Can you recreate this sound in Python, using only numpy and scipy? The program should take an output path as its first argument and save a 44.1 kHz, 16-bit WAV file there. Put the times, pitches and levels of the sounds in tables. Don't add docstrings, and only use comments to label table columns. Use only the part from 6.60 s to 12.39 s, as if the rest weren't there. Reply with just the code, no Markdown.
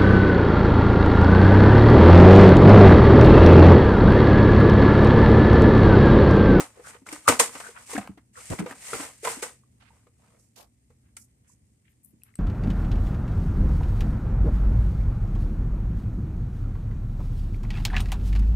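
import sys
import numpy as np
from scipy import signal
from scipy.fft import rfft, irfft, next_fast_len
from scipy.io import wavfile
from scipy.ndimage import uniform_filter1d, map_coordinates

SR = 44100
rng = np.random.default_rng(int(sys.argv[2]) if len(sys.argv) > 2 else 0)


def how_loud(loudness_db):
    steps = np.asarray(loudness_db, float) / 20
    return 10 ** steps


def wav_out(sig):
    wavfile.write(sys.argv[1], SR, np.round(np.clip(np.atleast_2d(sig).T, -1, 1) * 32767).astype(np.int16))


N = 255319

# start_s, rise_s, hold_s, film_crinkle_db, card_scrape_db
HAND_STROKES = [(0, 0.00272, 0.0017, -37, -33), (0.091, 0.074, 0.039, -65.5, -59.5),
                (0.219, 0.062, 0.01, -46.5, -51), (0.457, .008, 0.086, -53, -49),
                (0.507, 0.023, 0.0046, -45, -61), (0.592, 0.06, .06, -55, -61.5),
                (0.674, 0.0057, 0.011, -22.5, -17.5), (0.791, 0.0044, .004, -20, -21.5),
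                (0.91, .025, 0.15, -48, -53.5), (1.156, .03, 0.053, -54.5, -60.5),
                (1.407, 0.022, 0.025, -71, -51.5), (1.259, 0.049, 0.026, -39.5, -46.5),
                (1.732, 0.046, 0.14, -48, -59.5), (1.894, .025, .01, -45, -43.5),
                (1.977, 0.0085, 0.0033, -64, -39), (2.038, 0.057, 0.0047, -51.5, -42.5),
                (2.146, 0.13, 0.029, -39.5, -49), (2.31, 0.027, 0.1027, -40, -41),
                (2.512, 0.12, 0.11, -57.5, -82), (2.627, 0.021, 0.07, -35.5, -37.5),
                (2.772, .02, 0.02, -57, -61), (2.817, 0.01, 0.0025, -35.5, -35),
                (3.122, 0.19, 0.074, -74, -69.5), (3.533, 0.088, 0.13, -76, -69)]
BASE_HZ, END_HZ, WALL_HZ, LID_HZ = 97, 218.5, 295, 479
# start_s, snap_db, card_db, thump_db, struck_face_hz
BLOWS = [(0.0024, -23.5, -29, -30, WALL_HZ), (0.194, -77, -49.5, -37, LID_HZ),
         (0.349, -75, -47, -44, LID_HZ), (0.417, -88, -61, -42.5, WALL_HZ), (0.4666, -37, -52, -49, END_HZ),
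         (0.4875, -34, -63, -44, WALL_HZ), (0.5251, -27.5, -35, -29, WALL_HZ),
         (0.679, -41, -42.5, -17.5, BASE_HZ), (.692, -29, -35, -14.5, WALL_HZ),
         (0.6836, -4, -14, -13.5, LID_HZ), (0.7963, -3, -30, -18.5, LID_HZ), (0.95, -41, -29, -38, WALL_HZ),
         (0.999, -33, -30, -56, LID_HZ), (1.0871, -75, -53, -38.5, LID_HZ),
         (1.3316, -32, -32.5, -32, LID_HZ), (1.3497, -57, -25.5, -21.5, WALL_HZ),
         (1.3763, -29.5, -25.5, -19, END_HZ), (1.409, -60, -35, -41, END_HZ),
         (1.492, -74, -61.5, -27, END_HZ), (1.573, -62.5, -45.5, -43.5, WALL_HZ),
         (1.8996, -30, -54, -16.5, BASE_HZ), (1.919, -54, -44, -23, BASE_HZ),
         (1.9918, -30, -35, -18, END_HZ), (2.002, -59, -52, -16.5, END_HZ),
         (2.0594, -55, -31, -26.5, LID_HZ), (2.109, -37, -38, -37, WALL_HZ),
         (2.2785, -57, -62, -60, END_HZ), (2.3299, -62, -27.5, -26, LID_HZ),
         (2.3967, -58, -31.5, -28.5, WALL_HZ), (2.631, -37.5, -76, -31, LID_HZ),
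         (2.6473, -24.5, -22, -32, LID_HZ), (2.671, -33, -21.5, -26, LID_HZ),
         (2.7687, -55, -58, -34, WALL_HZ), (2.8251, -26, -25.5, -27.5, LID_HZ),
         (3.466, -77, -56, -54, LID_HZ), (4.2998, -74, -64.5, -44, BASE_HZ),
         (4.302, -64, -61.5, -55, LID_HZ), (4.566, -33, -53, -56, BASE_HZ),
         (5.0279, -79, -81.5, -45, BASE_HZ), (5.534, -83.5, -79.5, -45.5, END_HZ)]
# start_s, level_db, pitch_hz, t60_s
SHORT_TICKS = [(0.465, -26, 1340, 0.011), (0.4886, -23, 2300, 0.009), (.679, 11, 1240, 0.0086),
               (.689, -7, 1160, 0.014), (0.801, -9, 1054, .03), (1.366, -11.5, 1620, 0.0081),
               (1.379, -17, 718, 0.036), (1.756, -34.5, 1840, 0.011), (1.992, -32, 2469, 0.0059),
               (2.110, -20.5, 1810, 0.0096), (2.333, -11.5, 1340, 0.012), (2.672, -15, 1005, 0.032),
               (3.035, -51, 1170, 0.018), (3.305, -45.5, 896, 0.027), (4.568, -34, 8670, 0.016),
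               (4.57, -42, 1380, 0.019), (4.897, -51.5, 1002, 0.02), (5.619, -49, 2730, 0.012),
               (5.635, -30, 10870, .004), (5.74, -45, 2085, 0.0098), (5.755, -34.5, 8330, 0.013)]
# start_s, length_s, rms_before_swell_db, centre_hz, width_octaves
BRUSHES_AND_RUMBLES = [(0.16, 0.079, -51.5, 467, 0.57), (0.233, 0.11, -48.5, 1430, 0.55),
                       (0.333, 0.049, -49, 1230, 1.7), (0.652, 0.066, -40.5, 1170, 0.48),
                       (0.677, 0.1, -35, 285, 1.1), (1.032, 0.08, -44.5, 1460, 0.45),
                       (1.143, 0.098, -48, 1160, 1.53), (1.294, 0.082, -48, 1030, 0.36),
                       (1.746, 0.1, -49, 1286, 0.37), (1.761, 0.062, -52.5, 477, 0.17),
                       (1.896, 0.077, -32.5, 257.8, 2.5), (2.004, 0.066, -34, 265, 0.94),
                       (2.328, 0.049, -36, 112, 3.3), (3.199, 0.069, -60, 1200, 2.37),
                       (3.249, 0.07, -61.5, 1764, 1.5), (3.586, 0.094, -70, 692, 0.87),
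                       (3.685, 0.2, -72, 497, 0.68), (3.771, 0.17, -67, 7460, 0.92),
                       (3.956, 0.11, -52.5, 4520, 2.6), (3.96, 0.124, -54.5, 554, 1.73),
                       (4.427, 0.1, -74, 1660, 1.18), (4.572, 0.11, -55, 8120, 0.88),
                       (4.837, 0.13, -75, 1747, 1.12), (4.871, 0.1, -61.5, 7590, 0.76),
                       (5.241, 0.12, -70.5, 2190, 0.86), (5.291, 0.059, -73.5, 11100, 1.3),
                       (5.43, 0.045, -54, 10620, 0.72), (5.462, 0.078, -66.5, 11000, 0.62),
                       (5.647, 0.096, -68.5, 1610, 1.33), (5.415, 0.24, -68.5, 199.4, 0.68),
                       (5.752, 0.09, -76, 2260, 0.89)]
# centre_hz, width_hz, level_db
CARD_MODES = [(670, 510, -1), (1045, 230, 3), (1268, 150, 1.5), (1552, 130, 0.5), (2040, 570, -5)]
# centre_hz, width_hz, level_db
BOX_MODES = [(119.63, 34, -8), (241, 25, 2), (310, 20, -4), (464, 31, 3.5)]
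# frequency_hz, level_db_per_hz
FILM_SPECTRUM = [(1180, -21), (2000, -2.5), (2310, -4.5), (3670, -11), (6240, -5.5), (7080, -2.5),
                 (8750, 1.5), (10400, -11), (13800, -18.5), (14600, -26.5), (15000, -53)]
# time_s, left_minus_right_db
FINGER_PATH = [(0, 1.5), (2.4, 0), (3.2, -7.5), (4.3, -3.5), (4.9, -8), (5.3, 2), (5.79, 5.5)]
# frequency_hz, left_right_likeness
PACK_LIKENESS = [(100, 0.88), (300, 0.84), (600, 1), (1200, 0.46), (2500, 0.15), (6000, 0.023)]
# frequency_hz, left_minus_right_db
BODY_SHADOW = [(60, 3.5), (130, -2.5), (290, 1.5), (640, -3), (1410, 2.5), (3100, -1.5), (6820, -2),
               (15000, 10)]
# frequency_hz, level_db
WALL_ANSWER = [(250, -22), (600, -17), (1500, -9), (8000, -8)]
# frequency_hz, t60_s
ROOM_DECAY = [(150, 0.54), (1000, 0.19), (4000, 0.13), (12000, 0.18)]
# frequency_hz, level_db_per_hz
BACKGROUND_SPECTRUM = [(20, -44), (30, -21), (60, -2.5), (118, -10), (150, -14.5), (230, -12), (340, -23.5),
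                       (600, -33), (1200, -40.5), (3000, -48), (6000, -48), (8800, -34.5), (11000, -43),
                       (14000, -47.5), (15000, -73)]
# frequency_hz, left_right_likeness
BACKGROUND_LIKENESS = [(60, 0.93), (180, 1), (550, 0.11), (1650, -0.4), (4970, -2.3), (15000, -0.24)]
# pitch_hz, rms_before_swell_db
HUM_TONES = [(118, -69.5)]

SIDE = np.array([[1], [-1]]) / 2
RISE_DB, LET_GO_S = 19, 0.076
LINGER = 0.23
CARD_LETS_GO_FASTER, BOX_STOPS_SOONER = 1.3, 0.23
BOX_UNDER_CARD_DB, REST_DB = 10, -76.5
KNOCK_T60_S = 0.052
SHIFT_S_PER_DB = 0.33


def unit(x):
    return x / np.sqrt(np.mean(x ** 2) + 1e-20)


def along(points, hz):
    f, v = np.transpose(points)
    return np.interp(np.log(hz + 1), np.log(f + 1), v)


def filtered(x, response):
    n = x.shape[-1]
    m = next_fast_len(n + SR // 2)
    return irfft(rfft(x, m) * response(np.fft.rfftfreq(m, 1 / SR)), m)[..., :n]


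def resonant(x, modes):
    def response(f):
        h = 0
        for k, (centre, width, db) in enumerate(modes):
            mode = 1j * f * width / (centre * centre - f * f + 1j * f * width)
            h = h + (-1) ** k * how_loud(db) * mode
        return h / np.sqrt(np.mean(abs(h) ** 2))
    return filtered(x, response)


def coloured(x, spectrum):
    return filtered(x, lambda hz: unit(how_loud(along(spectrum, hz))))


def pair(alike, two):
    def mid_side_gains(hz):
        turn = np.arccos(np.clip(along(alike, hz), -1, 1)) / 2
        return np.array([np.cos(turn), np.sin(turn)])
    mid, side = filtered(two, mid_side_gains)
    return np.array([mid + side, mid - side])


def placed(s):
    return how_loud(SIDE * np.interp(s, *np.transpose(FINGER_PATH)))


def grains(per_second, spread_db, life):
    slips = (rng.random(N) < per_second / SR) * how_loud(spread_db * rng.exponential(size=N))
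    t = np.arange(SR // 50) / SR
    clumps = unit(signal.fftconvolve(slips, np.exp(-t / life))[:N])
    return unit((0.99 + clumps) * rng.standard_normal(N))


def strokes():
    t, levels = np.arange(SR) / SR, np.zeros((3, N + SR))
    for s, rise, hold, film_db, card_db in HAND_STROKES:
        before = (rise - t) / rise
        after = (t - rise - hold) / (LET_GO_S + LINGER * (rise + hold))
        under_db = RISE_DB * np.maximum(0, np.maximum(before, after))
        film = how_loud(film_db - under_db)
        card = how_loud(card_db - CARD_LETS_GO_FASTER * under_db)
        box = card * how_loud(-BOX_UNDER_CARD_DB - BOX_STOPS_SOONER * under_db)
        levels[:, round(s * SR):][:, :SR] += [film, card, box]
    film_level, card_level, box_level = levels[:, :N]
    film = coloured((film_level + how_loud(REST_DB)) * grains(1100, spread_db=-1.5, life=0.0016), FILM_SPECTRUM)
    card = resonant(card_level * grains(300, spread_db=4.0, life=0.0011), CARD_MODES)
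    box = resonant(box_level * grains(59, spread_db=-2, life=.012), BOX_MODES)
    return film + card + box


def knocks():
    snap, card, thump = np.zeros((3, N + SR))
    t = np.arange(SR // 4) / SR

    def fade(stretch, rise):
        return how_loud(-60 * t / (stretch * KNOCK_T60_S)) * (1 - np.exp(-t / rise))

    for s, snap_db, card_db, thump_db, hz in BLOWS:
        start = round(s * SR)
        here = slice(start, start + len(t))
        noise = rng.standard_normal((3, len(t)))
        snap[here] += how_loud(snap_db) * fade(0.82, 0.0029) * noise[0]
        card[here] += how_loud(card_db) * fade(1.13, 0.0035) * noise[1]
        wander = uniform_filter1d(np.cumsum(noise[2]), size=100) * 0.06
        thump[here] += how_loud(thump_db) * fade(1.77, 0.76 / hz) * np.sin(2 * np.pi * hz * t + wander)
    return coloured(snap[:N], FILM_SPECTRUM) + resonant(card[:N], CARD_MODES) + thump[:N]


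def ticks():
    out, t = np.zeros((2, N + SR)), np.arange(SR // 20) / SR
    for s, db, hz, t60 in SHORT_TICKS:
        noise = rng.standard_normal((3, len(t)))
        envelope = how_loud(-60 * t / t60) * (1 - np.exp(-t * hz / 1.8))
        wander = 1.7 * hz / SR * np.cumsum(noise[0])
        ring = envelope * np.sin(2 * np.pi * hz * t + wander)
        crack = .1 * how_loud(-60 * t / .0015) * noise[1:]
        out[:, round(s * SR):][:, :len(t)] += how_loud(db) * placed(s) * (ring + crack)
    return out[:, :N]


def brushes_and_rumbles():
    out, size = np.zeros((2, N + SR)), SR // 4
    f = np.fft.rfftfreq(size, 1 / SR) + 1
    for s, length, db, hz, octaves in BRUSHES_AND_RUMBLES:
        band = np.exp(-2 * (np.log2(f / hz) / octaves) ** 2)
        shift_s = SIDE * SHIFT_S_PER_DB * np.interp(s, *np.transpose(FINGER_PATH))
        shift = np.exp(2j * np.pi * f * shift_s)
        flicker = how_loud(4.3 * map_coordinates(rng.standard_normal(60), [np.arange(size) * 150 / SR]))
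        grainy = flicker * pair(PACK_LIKENESS, rng.standard_normal((2, size)))
        noise = unit(irfft(rfft(grainy) * band * shift, size))
        u = np.clip(np.arange(size) / SR / length, 0, 1)
        swell = np.sin(np.pi * u ** .55) ** 1.5
        out[:, round(s * SR):][:, :size] += how_loud(db) * placed(s) * noise * swell
    return out[:, :N]


def kitchen(x):
    out, step = np.zeros((2, N + SR)), SR // 3
    for start in range(0, N, step):
        noise = pair([(300, 1.0), (1500, 1.0), (4000, 0.033)], rng.standard_normal((2, SR // 2)))
        hz, t, z = signal.stft(noise, SR, nperseg=256)
        decay = how_loud(-60 * t / along(ROOM_DECAY, hz)[:, None])
        tail = signal.istft(z * decay, SR, nperseg=256)[1]
        echo = signal.fftconvolve(x[None, start:start + step], tail / np.linalg.norm(tail[0]), axes=1)
        out[:, start + 130:][:, :echo.shape[1]] += echo
    return out[:, :N]


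def rumble_and_hiss(swell):
    noise = pair(BACKGROUND_LIKENESS, rng.standard_normal((2, N)))
    return how_loud(-63 + 1.0 * swell) * unit(coloured(noise, BACKGROUND_SPECTRUM))


def mains_hum(swell):
    t, hum = np.arange(N) / SR, np.zeros(N)
    for hz, db in HUM_TONES:
        hum += np.sqrt(2) * how_loud(db + 2.1 * swell) * np.sin(2 * np.pi * hz * t + 4.2 * swell)
    return hum


def background():
    swell = map_coordinates(rng.standard_normal(60), [np.arange(N) * 6 / SR])
    return rumble_and_hiss(swell) + mains_hum(swell)


def scene():
    parts = np.array([strokes() + knocks() for part in range(2)])
    pack = pair(PACK_LIKENESS, parts) + ticks() + brushes_and_rumbles()
    to_walls = filtered(pack.mean(0), lambda hz: how_loud(along(WALL_ANSWER, hz)))
    in_room = pack + kitchen(to_walls)
    shaded = filtered(in_room, lambda hz: how_loud(SIDE * along(BODY_SHADOW, hz)))
    return shaded + background()


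def low_pass(x):
    return signal.sosfilt(signal.butter(12, 15750, fs=SR, output="sos"), x)


def record(dry):
    def microphone(hz):
        bass_loss = (1j * hz / (1j * hz + 40)) ** 2
        return bass_loss / np.sqrt(1 + (hz / 14300) ** 40)
    heard = filtered(dry, microphone)
    heard = heard / (1 + abs(heard / .97) ** 6) ** (1 / 6)
    return low_pass(heard)


dry = scene()
out = record(dry)
wav_out(out)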